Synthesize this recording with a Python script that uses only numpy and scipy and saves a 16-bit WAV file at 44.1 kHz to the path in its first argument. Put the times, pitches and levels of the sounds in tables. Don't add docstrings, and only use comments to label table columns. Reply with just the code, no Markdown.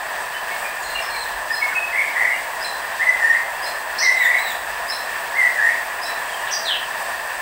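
import sys
import numpy as np
from scipy import signal
from scipy.fft import rfft, irfft, next_fast_len
from scipy.io import wavfile

SR = 44100
rng = np.random.default_rng(int(sys.argv[2]) if len(sys.argv) > 2 else 0)


def store_wav(level_fs):
    pcm = np.round(np.clip(np.atleast_2d(level_fs), -1, 1) * 32767)
    wavfile.write(sys.argv[1], SR, pcm.T.astype(np.int16))


N = 326781


def amp(db):
    return 10 ** (np.asarray(db) / 20)


def rms_one(x):
    return x / np.sqrt(np.mean(x ** 2) + 1e-20)


def drift(rate_hz):
    pole = np.exp(-2 * np.pi * rate_hz * 40 / SR)
    noise = rng.standard_normal(N // 40 + 2002)
    slow = signal.lfilter([1], [1, -2 * pole, pole ** 2], noise)[2000:]
    return np.interp(np.arange(N) / 40, np.arange(len(slow)), rms_one(slow))


# pitch_hz, level_db (per Hz)
JET = [(28, -28), (120, -50), (315, -66), (480, -16.5), (1350, -15), (2200, -25.5), (2900, -19),
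       (3300, -17.5), (4100, -22), (6450, -26), (9300, -29.5), (11300, -30), (14000, -27.5), (15800, -19.5)]
# centre_hz, width_hz, level_db (per Hz)
BARREL = [(683, 178, -2.5), (980, 452, -2), (1436, 27, -5.5), (1769, 322, 2), (2426, 620, -12.5),
          (2670, 245, -12.5), (4750, 880, -21.5), (7480, 750, -25.5), (8240, 960, -17), (10400, 690, -26.5),
          (12000, 470, -26.5), (15900, 450, -30)]
FLOW_DB = -25.5


def dryer(shared_db=0.6, own_db=0.88):
    size = next_fast_len(N)
    hz = np.arange(size // 2 + 1) * SR / size + 1
    jet_hz, jet_db = np.transpose(JET)
    power = amp(np.interp(np.log(hz), np.log(jet_hz), jet_db)) ** 2
    for centre_hz, width_hz, level_db in BARREL:
        offset = (hz - centre_hz) / (.5 * width_hz)
        power = power + amp(level_db) ** 2 / (1 + offset ** 2) ** 2
    spectrum = rfft(rng.standard_normal(size)) * np.sqrt(power)
    octave = np.clip(np.log2(hz / 250), 0, 6)
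    shared_flicker = drift(4.0)
    air = 0
    for k in range(7):
        share = np.clip(1 - np.abs(octave - k), 0, 1)
        band = irfft(spectrum * share, size)[:N]
        air = air + band * amp(shared_db * shared_flicker + own_db * drift(10.6))
    return amp(FLOW_DB) * rms_one(air)


def sing(notes, overtones, waver, throb_db, tremble_hz=68.0):
    out = np.zeros(N)
    tremble = drift(tremble_hz)
    throb = amp(throb_db * drift(23.4))
    for note, share in zip(notes, np.broadcast_to(waver, len(notes))):
        time_s, pitch_hz, level_db = np.transpose(note)
        at = np.arange(int(time_s[0] * SR), int(time_s[-1] * SR))
        pitch = np.interp(at / SR, time_s, pitch_hz) * (1 + share * tremble[at])
        phase = 2 * np.pi * np.cumsum(pitch) / SR
        tone = sum(amp(db) * np.sin(k * phase) for k, db in overtones)
        level = np.sqrt(2) * amp(np.interp(at / SR, time_s, level_db))
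        out[at] += level * signal.windows.tukey(len(at), .15) * tone
    return out * throb


# peak_s, pitch_hz, level_db, glide_hz_per_s
PIPS = [(.35, 3020, -23.5, 400), (.52, 2170, -21.5, -300), (.655, 2420, -21, -2500),
        (.96, 2784, -15, -1500), (.99, 2360, -19, 900), (1.15, 2293, -17.5, -400), (1.508, 1823, -12, 1500),
        (1.63, 2122, -10, -4500), (1.735, 1480, -17, -2600), (1.765, 2568, -11, -400),
        (1.826, 2530, -15, -2000), (2.34, 2800, -28, 600), (6.299, 3240, -29, -2500),
        (6.345, 3100, -24.5, -2500), (6.4, 2830, -27, -1500)]
PIP_ATTACK_S, PIP_RELEASE_S = .022, .017
PIP_START_DB, PIP_END_DB = -26, -26


def pips():
    notes = []
    for peak_s, hz, db, glide in PIPS:
        notes.append([(peak_s - PIP_ATTACK_S, hz - glide * PIP_ATTACK_S, db + PIP_START_DB),
                      (peak_s, hz, db),
                      (peak_s + PIP_RELEASE_S, hz + glide * PIP_RELEASE_S, db + PIP_END_DB)])
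    return notes


# start_s, length_s, held_pitch_hz, level_db, sag_hz
LEADS = [(2.993, 0.12, 2037, -10, 45), (4.002, 0.14, 2041, -12, 8.8), (5.336, .13, 2036, -11.5, 135)]
SCOOP_S, SETTLE_S = .031, .065
SCOOP_HZ, OVERSHOOT_HZ = 354, 73.4
SCOOP_DB, TURN_DB, LEAD_END_DB = -4.5, -4.5, -17


def leads():
    notes = []
    for s, length, hz, db, sag_hz in LEADS:
        notes.append([(s, hz - SCOOP_HZ, db + SCOOP_DB),
                      (s + SCOOP_S, hz + OVERSHOOT_HZ, db + TURN_DB),
                      (s + SETTLE_S, hz, db),
                      (s + 0.84 * length, hz - sag_hz, db),
                      (s + length, hz - sag_hz, db + LEAD_END_DB)])
    return notes


# start_s, length_s, start_hz, turn_hz, crest_hz, end_hz, level_db, burr (share of pitch)
ANSWERS = [(1.921, 0.18, 2010, 2127, 2257, 2207, -17, 0.034),
           (2.151, 0.24, 1895, 1968, 2067, 2300, -16, 0.05),
           (3.178, 0.23, 2004, 1808, 1902, 2380, -13, .016),
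           (4.194, .23, 2032, 1828, 2070, 2450, -14, 0.0505),
           (5.548, .2, 2008, 1696, 1962, 2384, -16, 0.04)]
TURN_SHARE, CREST_SHARE = .22, .65
ANSWER_START_DB, ANSWER_END_DB = -1.5, -21.5


def answers():
    notes = []
    for s, length, start_hz, turn_hz, crest_hz, end_hz, db, burr in ANSWERS:
        notes.append([(s, start_hz, db + ANSWER_START_DB),
                      (s + TURN_SHARE * length, turn_hz, db),
                      (s + CREST_SHARE * length, crest_hz, db),
                      (s + length, end_hz, db + ANSWER_END_DB)])
    return notes


# multiple of the pitch, level_db
WHISTLE_OVERTONES = [(1, 0.5), (4, -31), (5, -32), (6, -38)]


def whistler():
    clear = sing(pips() + leads(), WHISTLE_OVERTONES, waver=.016, throb_db=2.5)
    burr = np.array(ANSWERS)[:, -1]
    return clear + sing(answers(), WHISTLE_OVERTONES, waver=burr, throb_db=3.0, tremble_hz=130)


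# start_s, length_s, start_hz, goal_hz, glide_s, peak_s (after the start), level_db, rasp (share of pitch)
SWOOPS = [(.815, .035, 7000, 6870, .01, 0.011, -29, 0.032),
          (1.011, .04, 5500, 5200, .015, .015, -28, 0.027),
          (3.981, 0.013, 3620, 6530, 0.011, 0.012, -15, 0.067),
          (3.995, 0.051, 6180, 5710, 0.0066, 0.014, -16, .045),
          (3.998, 0.035, 5200, 5050, 0.011, .01, -20, 0.037),
          (4.014, .055, 5000, 4210, 0.0114, 0.017, -23, 0.055),
          (6.467, 0.033, 4300, 1990, 0.023, .016, -24, 0.073),
          (6.508, .034, 6100, 5040, .03, 0.016, -17.5, .06),
          (6.525, .05, 6100, 4660, 0.0062, .016, -18.5, .012),
          (6.646, .118, 4460, 2170, .064, 0.051, -14.5, 0.0062)]
SWOOP_START_DB, SWOOP_END_DB = -11.5, -20.5


def swooper():
    notes = []
    for s, length, start_hz, goal_hz, glide_s, peak_s, db, rasp in SWOOPS:
        t = np.linspace(0, length, 40)
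        pitch_hz = goal_hz + (start_hz - goal_hz) * np.exp(-t / glide_s)
        level_db = db + np.interp(t, [0, peak_s, length], [SWOOP_START_DB, 0, SWOOP_END_DB])
        notes.append(np.c_[s + t, pitch_hz, level_db])
    return sing(notes, [(1, 0.)], waver=np.array(SWOOPS)[:, -1], throb_db=3.0, tremble_hz=130)


# start_s, high_hz, high_level_db, low_hz, low_level_db, scoop_hz
CHIPS = [(1.508, 5140, -29, 4110, -30, 156), (2.603, 5390, -29.5, 4080, -24.5, 546),
         (3.617, 5270, -28.5, 4140, -28.5, 442), (4.877, 5350, -27, 4070, -26.5, 560),
         (6.012, 5550, -27, 4080, -26.5, 798)]
# time_s from the call's start, share of scoop below pitch, level_db on top
CHIP_HIGH = [(0, 0.99, -3), (.012, 0.75, -2.5), (.026, .1, 1.5), (.04, 0.039, -7)]
CHIP_LOW = [(0.036, -0.34, -34), (.046, 0.032, 6.5), (.058, .05, -13.5), (.068, -0.39, -10)]
# multiple of the pitch, level_db
CHIP_OVERTONES = [(1, 1), (2, -11.5)]


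def chips():
    notes = []
    for s, high_hz, high_db, low_hz, low_db, scoop_hz in CHIPS:
        scale = [1, -scoop_hz, 1]
        notes.append(np.array(CHIP_HIGH) * scale + [s, high_hz, high_db])
        notes.append(np.array(CHIP_LOW) * scale + [s, low_hz, low_db])
    return sing(notes, CHIP_OVERTONES, waver=.011, throb_db=2.5)


# start_s, length_s, top_s (after the start), top_hz, bend_hz_per_s2, level_db
PEEPS = [(0.83, .17, 0.069, 4190, 9000, -35.5), (1.093, 0.16, 0.046, 4250, 29500, -34),
         (4.16, 0.11, 0.018, 3856, 40000, -33), (4.374, .16, 0.057, 4010, 62400, -33)]
# multiple of the pitch, level_db
PEEP_OVERTONES = [(1, 3), (2, -4.5), (3, -18), (4, -1.5)]
PEEP_EDGE_DB = -3


def peeper():
    notes = []
    for s, length, top_s, top_hz, bend, db in PEEPS:
        t = np.linspace(0, length, 40)
        pitch_hz = top_hz - bend * (t - top_s) ** 2
        level_db = db + PEEP_EDGE_DB * (2 * t / length - 1) ** 2
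        notes.append(np.c_[s + t, pitch_hz, level_db])
    return sing(notes, PEEP_OVERTONES, waver=.026, throb_db=3.0, tremble_hz=130)


# delay_s, level_db (relative to the direct sound)
ECHOES = [(.035, -11), (.075, -21), (.135, -12)]
YARD_T60_S, YARD_ONSET_S = .42, .004
FAR_WALL_S, PAST_WALL_DB = .125, -4.0


def yard(x, direct_db):
    t = np.arange(int(.9 * SR)) / SR
    past_wall = np.clip((t - FAR_WALL_S) / 0.048, 0, 1)
    fall_db = -60 * t / YARD_T60_S + PAST_WALL_DB * past_wall
    tail = rng.standard_normal(len(t)) * amp(fall_db) * (1 - np.exp(-t / YARD_ONSET_S))
    response = tail / np.sqrt(np.sum(tail ** 2))
    response[0] = amp(direct_db)
    for delay_s, db in ECHOES:
        response[int(delay_s * SR)] += amp(direct_db + db)
    return signal.fftconvolve(x, response)[:N]


# pitch_hz, level_db (rms, before the waver)
HUM = [(49, -62.5), (150, -68), (360, -67), (399, -57.5), (480, -60.5)]


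def hum():
    t = np.arange(N) / SR
    out = np.zeros(N)
    for hz, db in HUM:
        out += np.sqrt(2) * amp(db + 0.87 * drift(1.0)) * np.sin(2 * np.pi * hz * t)
    return out


# peak_s, level_db
SWELLS = [(.93, -52), (1.33, -51), (4.68, -57)]
RUMBLE_DB, SWELL_S = -61.5, .11


def rumble():
    t = np.arange(N) / SR
    band = signal.butter(2, [35, 65], "band", fs=SR, output="sos")
    level = amp(RUMBLE_DB)
    for peak_s, db in SWELLS:
        level = level + amp(db) * np.exp(-((t - peak_s) / SWELL_S) ** 2)
    return level * rms_one(signal.sosfilt(band, rng.standard_normal(N)))


def scene():
    birds = amp(-5.0) * yard(whistler(), direct_db=-1.5)
    birds += amp(-2.0) * yard(swooper(), direct_db=-7.0)
    birds += amp(-2.0) * yard(chips(), direct_db=-6.5)
    birds += amp(-6.0) * yard(peeper(), direct_db=1.0)
    return (dryer() + birds + hum() + rumble())[None]


CUTOFF_HZ = 15750


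def record(dry):
    rounded = .8 * np.tanh(dry / .8)
    low_pass = signal.ellip(14, .3, 75, CUTOFF_HZ, fs=SR, output="sos")
    return signal.sosfilt(low_pass, rounded)


dry = scene()
out = record(dry)
store_wav(out)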